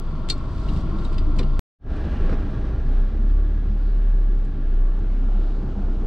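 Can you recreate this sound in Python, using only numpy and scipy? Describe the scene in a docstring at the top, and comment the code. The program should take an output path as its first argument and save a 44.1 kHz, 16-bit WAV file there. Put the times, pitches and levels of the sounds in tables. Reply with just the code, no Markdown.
"""First heard is a four-cylinder engine booming at low revs, from inside a car rolling slowly through town. The
tyres rumble through the body and drone in the panel resonances (filtered noise); in the turn a loose fitting
clicks and rattles (noise clacks and decaying modes), and road seams knock and ring. The sound of the turn
breaks off, a short silence follows, then the scene changes to a straight that fades in; late in it the road
noise changes colour and widens. The microphone is in the cabin, with two close ports, left and right."""
import sys
import numpy as np
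from scipy import signal
from scipy.fft import rfft, irfft, next_fast_len
from scipy.io import wavfile

SR = 44100
rng = np.random.default_rng(int(sys.argv[2]) if len(sys.argv) > 2 else 0)


def dump(signal):
    """Clip the signal to [-1, 1] and save it as 16-bit WAV at the path in sys.argv[1]."""
    limited = np.clip(np.atleast_2d(signal).T, -1, 1)
    pcm = np.round(limited * 32767).astype(np.int16)
    wavfile.write(sys.argv[1], SR, pcm)


N = 267554
TIME = np.arange(N) / SR
FREQS = np.maximum(np.fft.rfftfreq(N, 1 / SR), 1)
LEFT_RIGHT = np.array([[1], [-1]])  # sign of the side signal at each port


def undb(db):
    """Decibels to gain."""
    return 10 ** (np.asarray(db) / 20)


def unit(x):
    """Scale to rms 1."""
    return x / np.sqrt(np.mean(x ** 2))


def curves(rows):
    """Each column of a table of (t, ..) rows, sample by sample."""
    t, *columns = np.transpose(rows)
    return [np.interp(TIME, t, column) for column in columns]


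def swells(rows):
    """Sum of bell-shaped swells, one for each (t/s, level/dB, half length/s to 1/e)."""
    return sum(undb(db) * np.exp(-((TIME - s) / length) ** 2) for s, db, length in rows)


def colour(x, points, resonances=()):
    """Filter by a smooth spectrum with resonant humps or dips on top."""
    hz, db = np.transpose(points)
    gain_db = np.interp(np.log(FREQS), np.log(hz), db)
    for centre, width, lift in resonances:
        gain_db = gain_db + lift / (1 + (2 * (FREQS - centre) / width) ** 2)
    return irfft(rfft(x) * undb(gain_db), N)


def band(x, low_hz, high_hz, order=8):
    """Keep what lies between two edges, without phase shift."""
    low_cut = 1 + (low_hz / FREQS) ** (2 * order)
    high_cut = 1 + (FREQS / high_hz) ** (2 * order)
    return irfft(rfft(x) / np.sqrt(low_cut * high_cut), N)


def walk(rate):
    """Smooth chance of rms 1 that changes about rate times a second."""
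    size = next_fast_len(N)
    smoothing = np.exp(-(np.fft.rfftfreq(size, 1 / SR) / rate) ** 2)
    return unit(irfft(rfft(rng.standard_normal(size)) * smoothing, size)[:N])


def narrow(hz, width_hz):
    """Noise in a narrow band around a centre that may move."""
    angle = 2 * np.pi * np.cumsum(hz * np.ones(N)) / SR
    return walk(width_hz) * np.sin(angle) + walk(width_hz) * np.cos(angle)


def diffuse(spread):
    """Noise at two close ports: alike in the bass, partly unrelated in the treble."""
    mid, side = rng.standard_normal((2, N))
    side = irfft(rfft(side) * (FREQS + 20) / (FREQS + 1400), N)
    return mid + spread * side * LEFT_RIGHT


# engine speed; it sags in the turn, picks up on the straight, then eases: (t/s, firing rate f/Hz)
REVS = [(0, 26.85), (.25, 25.09), (.5, 22.05), (1.08, 26.93), (1.3, 27.27), (1.58, 28.48), (1.92, 26.54),
        (2.55, 26.55), (2.82, 28.23), (3.15, 34.07), (3.55, 36.62), (4.04, 35.78), (4.27, 34.15),
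        (4.66, 28.89), (4.98, 32.47), (5.5, 32.3), (6.05, 30.11)]


def firing_phase():
    """Phase of the firings in radians, summed from the engine speed."""
    hz, = curves(REVS)
    return 2 * np.pi * np.cumsum(hz) / SR


# the boom in the cabin in the turn, before a fixed lift: (t/s, level/dB)
BOOM_TURN = [(0, -27), (.45, -28), (.55, -40.5), (.7, -26.5), (.9, -27.5), (1.25, -19), (1.58, -19.5)]
# the boom in the cabin on the straight, before the same lift: (t/s, level/dB)
BOOM_STRAIGHT = [(2.1, -28.5), (2.25, -16.5), (2.47, -26.5), (2.78, -28), (2.88, -18.5), (3.02, -15.5),
                 (3.12, -25), (3.22, -17.5), (3.34, -16), (3.62, -21.5), (4.1, -16), (4.38, -18),
                 (4.55, -25.5), (4.66, -19), (4.82, -15), (5.0, -21.5), (5.1, -19), (5.4, -17.5),
                 (5.74, -27), (5.87, -20), (5.96, -23.5), (6.05, -19.5)]
# the boom's octave, strong while the engine pulls, before a fixed trim: (t/s, level/dB)
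OCTAVE_PULL = [(0, -52.5), (.65, -24.5), (.95, -30), (2.5, -29.5), (2.73, -24), (2.999, -34), (3.699, -29),
               (3.92, -40), (4.3, -44.5), (4.75, -32.5), (4.95, -47), (5.6, -39.5), (6.05, -33)]
CUT_S = 1.594  # the sound of the turn breaks off here and the scene changes


def engine(phase):
    """Two firings a turn pump the cabin air; unequal cylinders add a weak line at the crank rate."""
    boom_db = np.where(TIME < CUT_S, curves(BOOM_TURN)[0], curves(BOOM_STRAIGHT)[0])
    octave_db, = curves(OCTAVE_PULL)
    boom = undb(boom_db) * (np.sin(phase) + undb(-31.0) * np.sin(phase / 2))
    octave = undb(octave_db + 1.0 * walk(2.4)) * np.sin(2 * phase + 1)
    third = undb(-57 + 6.5 * walk(4.3)) * np.sin(3 * phase)
    # the root of two makes each level that of an rms
    return np.sqrt(2) * (undb(1.38) * boom + undb(-0.2) * octave + third)


# spectrum of the body's boom: (f/Hz, level/dB per Hz)
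BODY_BOOM = [(6, -24), (14, -2), (22, 2.5), (36, 0), (50, -7.5), (66, 4), (82, -0.5), (100, -13.5),
             (130, -22.5), (250, -54), (1000, -110)]


def heave(level_db, spread):
    """Uneven ground rocks the suspension and booms in the lowest cabin mode, nearly alike at both ports."""
    mid, side = rng.standard_normal((2, N))
    return unit(colour(mid + .22 * spread * side * LEFT_RIGHT, BODY_BOOM)) * undb(level_db)


# how hard the road shakes the tyres; it drives every layer of road(): (t/s, level/dB)
SHAKE = [(0, -3.5), (.2, -2.5), (.45, -1), (.65, 1), (1.1, 1), (1.57, -2.5), (1.95, -1), (2.12, 2.1),
         (2.32, .5), (2.5, -1), (2.95, -3.5), (3.15, -5.5), (3.55, -7), (3.9, -5.5), (4.2, -8), (4.9, -7.5),
         (5.35, -5.5), (6.05, -2.5)]
# tyre noise in the turn, on the straight and late on the straight: (f/Hz, level/dB per Hz)
COLOUR_TURN = [(80, 0.5), (180, -1), (240, -9.5), (360, -11.5), (460, -22), (820, -23.5), (1050, -20),
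               (1400, -28.5), (1700, -38), (2600, -43.5), (4700, -47.5), (6000, -51.5), (9000, -60.5),
               (15000, -84)]
COLOUR_STRAIGHT = [(80, -3), (130, -4.5), (240, -9.5), (380, -15.5), (500, -21), (1000, -28), (1700, -31),
                   (2150, -40), (3000, -41), (4000, -44), (5200, -51), (7000, -61), (10000, -67),
                   (15000, -93)]
COLOUR_LATE = [(80, -6), (130, -5.5), (240, -10), (380, -14), (500, -26.5), (1000, -31), (1500, -30.5),
               (2000, -39.5), (3300, -42), (4300, -45.5), (5500, -50.5), (7500, -56.5), (10000, -70.5),
               (15000, -92.5)]
# cabin and panel resonances in the turn, on the straight and late on it: (f/Hz, width/Hz, lift/dB)
PANELS_TURN = [(169, 55, -3), (287, 45, 3), (366, 62, -0.5), (639, 80, 7), (1095, 82, 5), (1368, 43, 11.5),
               (3400, 1100, 5.5), (4600, 400, 6)]
PANELS_STRAIGHT = [(125, 44, 1.5), (206.6, 19, 5.6), (295, 36, 3.9), (384, 45, 2.4), (626, 120, 7),
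                   (818, 120, 6.9), (1135, 150, 8.4), (1380, 120, 6.8), (1644, 88, 6.7), (2380, 42, 2),
                   (6000, 200, 4.5)]
PANELS_LATE = [(200.5, 34, 6.3), (287, 51, 3.2), (644, 710, 5), (780, 490, 5.8), (1180, 150, 2.1),
               (1370, 120, 4.1), (2870, 150, 3.2)]
# rows for body boom, rumble, panel drone, tyre hiss: (level/dB at a shake of 0 dB, slope/dB per dB of shake)
LEVELS_TURN = [(-30.5, 1.3), (-34, 0.83), (-43.5, 0.6), (-57, 0.64)]
LEVELS_STRAIGHT = [(-27.5, 1.2), (-33.5, 0.57), (-44, 1.064), (-54, 0.9)]
LEVELS_LATE = [(-28.5, 1.15), (-30, 1.37), (-43.5, 1.06), (-59, 0.33)]


def road(levels, points, panels, phase, spread):
    """Tyres rock the body and shake its panels, each layer in step with the shake."""
    shake_db, = curves(SHAKE)
    body_db, rumble_db, drone_db, hiss_db = (db + slope * shake_db for db, slope in levels)
    noise = colour(diffuse(spread), points, panels)
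    # each layer is scaled by the spread of a reference band of the same noise
    rumble = band(noise, 72, 442) / np.std(band(noise, 119.6, 440))
    rumble = rumble * undb(rumble_db + 1.0 * walk(25))
    drone = band(noise, 446, 1720) / np.std(band(noise, 552.5, 2300))
    drone = drone * undb(drone_db + 0.86 * walk(4.3))
    hiss = band(noise, 1864, 16000) / np.std(band(noise, 1877, 9000))
    hiss = hiss * undb(hiss_db + 0.72 * walk(17))
    throb = 1 + 0.084 * np.sin(phase)  # the upper noise throbs slightly with the firings
    return heave(body_db, spread) + rumble + (drone + hiss) * throb


# jolts from the road: (t/s, panel ring level/dB, panel ring f/Hz, knock level/dB)
JOLTS = [(0.294, -30.5, 308, -41), (.724, -19, 163, -48.5), (0.762, -16, 173, -43), (.795, -23, 190, -54),
         (0.857, -16.5, 157, -57), (1.389, -20.5, 262, -35.5), (1.397, -25, 493, -41.5),
         (1.408, -23, 380, -36), (1.443, -17, 149, -46), (2.064, -17.5, 151, -43), (2.169, -25, 240, -46),
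         (2.206, -23.5, 379, -39), (2.292, -29, 520, -30), (2.313, -20, 218, -47), (2.326, -18.5, 270, -28),
         (2.337, -27, 391, -47), (2.391, -22, 136, -50)]
# spectrum of the knock through the body: (f/Hz, level/dB per Hz)
KNOCK = [(150, -0.5), (500, 3), (850, -8.5), (1250, -3), (1800, -11.5), (3500, -22.5), (5600, -28.5),
         (8000, -45.5), (14000, -69)]
# the body shudders over rough patches: (t/s, level/dB, half length/s)
SHUDDERS = [(.79, -33, 0.12), (1.42, -31, 0.068), (1.86, -31, 0.026), (2.17, -41, 0.086), (2.32, -36, 0.02)]
# spectrum of the shudder: (f/Hz, level/dB per Hz)
SHUDDER_COLOUR = [(30, -25), (90, 3), (170, 3.5), (330, -4.5), (500, -20), (1500, -44), (12000, -93.5)]
JOLT_ATTACK_S, PANEL_T60_S, KNOCK_T60_S = 0.0028, 0.077, 0.078


def jolts():
    """A wheel meets a seam: a short knock and a low panel ring; on rough patches the whole body shudders."""
    out = unit(colour(rng.standard_normal(N), SHUDDER_COLOUR)) * swells(SHUDDERS)
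    thud = unit(colour(rng.standard_normal(N), KNOCK))
    t = TIME[:SR // 4]
    attack = 1 - np.exp(-t / JOLT_ATTACK_S)
    for s, ring_db, ring_hz, knock_db in JOLTS:
        at = slice(int(s * SR), int(s * SR) + len(t))
        ring = np.sin(2 * np.pi * ring_hz * t) * undb(ring_db - 60 * t / PANEL_T60_S)
        knock = thud[at] * undb(knock_db - 60 * t / KNOCK_T60_S)
        out[at] += attack * (ring + knock)
    return out


# knocks of loose fitting and trim, before the trims and limits in rattles():
# (t/s, level/dB, treble relative to it/dB, ring of the struck part f/Hz, that ring relative to the clack/dB)
RATTLES = [(0.2876, -25, -10, 3510, -5), (0.2957, -35.5, 2, 7420, -3), (0.2979, -19.5, 1, 4280, -8),
           (0.3, -10.5, -1, 4250, -6), (0.3033, -19.5, -6, 4680, -3), (0.3095, -30, -17, 4140, -3),
           (.3786, -48, -6, 7600, -2), (.635, -44, -13, 4170, -3), (0.685, -37, -22, 2840, 2),
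           (.691, -38.5, -20, 3850, 2.5), (0.7618, -45, -21, 2810, 4), (.805, -47, -8, 5600, -3),
           (0.9862, -41, -17, 3800, -3), (1.045, -47, -2.5, 7800, -5), (1.05, -38, -10, 3830, 6),
           (1.128, -41, -12, 4800, -4), (1.143, -40, -16, 4680, -3), (1.181, -30, -22, 4860, -2),
           (1.184, -34, -23.5, 3670, -4.5), (1.365, -48, -3.5, 4400, -2.5), (1.3843, -39, -8, 2590, 1.5),
           (1.3875, -29, -16.5, 5600, -7), (1.3902, -25, -13, 2400, -3), (1.3922, -27, -20, 3530, -3),
           (1.4288, -37.5, -21, 3880, -2), (1.432, -39.5, -18.5, 2860, 1), (1.965, -48, -10, 2440, 8),
           (2.014, -54, -16, 2040, 2), (2.293, -49, -17, 2340, -3), (2.296, -48, -22, 2430, 4),
           (2.327, -54, -16, 5350, 0), (2.505, -56, -8, 5770, -1), (2.893, -58, -9, 7200, 0),
           (4.45, -55.5, 0, 7280, -5), (4.739, -48.5, -15, 2050, 0), (4.99, -56, -11, 6344, 0),
           (5.129, -57, -16, 5400, -4)]
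# modes of the loose fitting: (f/Hz, level/dB, t60/s, left minus right/dB)
FITTING = [(2330, -14, .07, 8), (2751, -17, .07, 4), (3598, -4, .07, 4), (3736, -3, .065, 0),
           (3904, -7, .06, 0), (3999, 0, .065, 0), (4120, -3, .03, 0), (4252, -1.5, .08, 4),
           (4332, 0, .08, -5), (4424, -4, .08, 1), (4540, -3, .03, 4), (4667, -4, .07, 5),
           (4724, -3, .07, 6), (4850, -11, .04, 4), (5012, -12, .06, 4), (5308, -16, .07, -7),
           (5612, -16, .08, -3), (6700, -16, .045, -6), (7402, -17, .045, -4), (7742, -13, .07, -6),
           (8700, -15, .04, 4)]
# spectrum of the dashboard's own clack: (f/Hz, level/dB per Hz)
CLACK = [(500, -10), (1400, -3), (2400, -1.5), (3200, 0.5), (4200, 1), (6000, -5.5), (8500, -12.5),
         (11000, -24.5), (15000, -40)]


def rattles():
    """Each knock clacks on the dashboard and dies in the small cabin; hard ones make the fitting ring."""
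    out = np.zeros((2, N))
    t = TIME[:SR // 4]
    # every knock takes the same echo paths through the cabin: one stretch of noise serves them all
    clack = unit(colour(diffuse(0.61), CLACK, [(7900, 90, 9.0)]))
    treble = band(clack, 6300, 16000, order=4)
    tail = undb(-60 * t / 0.019) + 0.39 * undb(-60 * t / 0.094)  # two decays, t60 in s
    attack = 1 - np.exp(-t / 0.0004)
    for s, db, treble_db, part_hz, part_db in RATTLES:
        at = slice(int(s * SR), int(s * SR) + len(t))
        # the modes start with scattered phases; each reaches the two ports with its own phase and level
        shared_phases = 1.7 * rng.standard_normal((len(FITTING), 1, 1))
        port_phases = 0.77 * rng.standard_normal((len(FITTING), 2, 1))
        fitting = 0
        for (hz, mode_db, t60, pan_db), phase in zip(FITTING, shared_phases + port_phases):
            envelope = undb(mode_db + pan_db * LEFT_RIGHT / 2 - 60 * t / t60)
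            fitting = fitting + envelope * np.sin(2 * np.pi * hz * t + phase)
        part = np.sin(2 * np.pi * part_hz * t) * undb(part_db - 60 * t / 0.058)
        hardness = np.clip(undb(db + 18), .3, 1)
        bright = undb(np.clip(treble_db + 13.0, -8, 10))
        knock = (clack + (bright - 1) * treble)[:, :len(t)] * tail
        mix = 0.41 * hardness * fitting + (1 - 0.78 * hardness) * (knock + part)
        out[:, at] += undb(db - 6.0) * attack * mix
    return out


# body panels hum briefly: (t/s, level/dB, half length/s, f/Hz)
HUMS = [(0.142, -38, 0.047, 148.2), (0.958, -30.5, 0.035, 200), (1.022, -35.5, 0.11, 319.8),
        (1.333, -39, 0.11, 300), (2.75, -36.5, .2, 124.9), (2.618, -39, 0.087, 265),
        (3.174, -39, 0.082, 227.8), (4.525, -41, 0.1, 130.2), (5.21, -38.5, .06, 259.5),
        (5.55, -38.5, .22, 135), (5.745, -39.5, 0.18, 199.2)]
HUM_WIDTH_HZ = 15.2


def hums():
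    """Ripples in the road set one panel after another humming."""
    return sum(narrow(hz, HUM_WIDTH_HZ) * swells([(s, db, length)]) for s, db, length, hz in HUMS)


# bursts of trim chattering in a dense buzz: (t/s, level/dB, half length/s)
CHATTER = [(.6, -59.5, 0.16), (.765, -56, 0.056), (1.07, -62, 0.098)]


def chatter():
    """Tiny dense taps of plastic trim blur into a fizz: noise with a fast uneven level."""
    taps = diffuse(0.73) * undb(2.1 * walk(150))
    # f/Hz, level/dB per Hz
    trim = [(1000, -28.5), (3500, 5.5), (6000, -1.0), (7900, -5.0), (10000, -13.5), (15000, -19.5)]
    return unit(colour(taps, trim, [(7870, 300, 4.9)])) * swells(CHATTER)


# swishes in the hiss: (t/s, level/dB, half length/s, centre f/Hz, glide/octaves per s, width/Hz)
SWISHES = [(2.2, -57, 0.22, 2595, -0.44, 600), (3.875, -68.5, .09, 4400, -1.2, 685),
           (4.721, -66.5, .12, 2700, 0, 890), (5.138, -64, .08, 2170, 1, 400),
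           (5.438, -64, .2, 3580, 1.8, 1000)]


def swishes():
    """A narrow band of hiss swells and fades, its centre gliding where the table says so."""
    out = 0
    for s, db, length, centre_hz, glide, width_hz in SWISHES:
        hz = centre_hz * 2 ** (glide * np.clip(TIME - s, -2 * length, 2 * length))
        out = out + narrow(hz, width_hz) * swells([(s, db, length)])
    return out


# colour of the microphone's left port in the turn: (f/Hz, level/dB)
LEFT_PORT = [(30, 1.2), (60, 0.5), (250, 0), (500, -0.5), (1000, 0), (2400, 3.5), (4400, 2.5), (7400, -6.5),
             (9000, -1.5), (11000, -4.5)]


def ports(x):
    """The left port is a sample (8 mm of air) further off, has its own colour, and leads in the deep bass."""
    bass_lead = signal.butter(1, 5, "high", fs=SR, output="sos")
    left = signal.sosfilt(bass_lead, colour(x[0], LEFT_PORT))
    return np.array([np.roll(left, shift=1), x[1]])


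# share of the late road noise on the straight: (t/s, share 0-1)
LATE_SHARE = [(4.85, 0), (5.35, 1)]
RESUME_S, FADE_S = 1.7844, 0.13  # the straight's start and the length of its fade-in


def scene():
    """The sound of the turn breaks off and the scene changes: the straight fades in, its road noise near mono,
    then changing colour and widening."""
    phase = firing_phase()
    late_share, = curves(LATE_SHARE)
    car = engine(phase) + jolts() + rattles() + hums() + chatter() + swishes()
    turn = ports(car + road(LEVELS_TURN, COLOUR_TURN, PANELS_TURN, phase, spread=0.68))
    early = road(LEVELS_STRAIGHT, COLOUR_STRAIGHT, PANELS_STRAIGHT, phase, spread=.003)
    late = road(LEVELS_LATE, COLOUR_LATE, PANELS_LATE, phase, spread=0.28)
    straight = car + np.sqrt(1 - late_share) * early + np.sqrt(late_share) * late
    fade_in = np.clip((TIME - RESUME_S) / FADE_S, 0, 1) ** 2
    return turn * (TIME < CUT_S) + straight * fade_in


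TOP_HZ = 15700


def record(dry):
    """The recorder cuts the top with a steep low-pass."""
    return signal.sosfilt(signal.ellip(8, .2, 70, TOP_HZ, fs=SR, output="sos"), dry)


dry = scene()
out = record(dry)
dump(out)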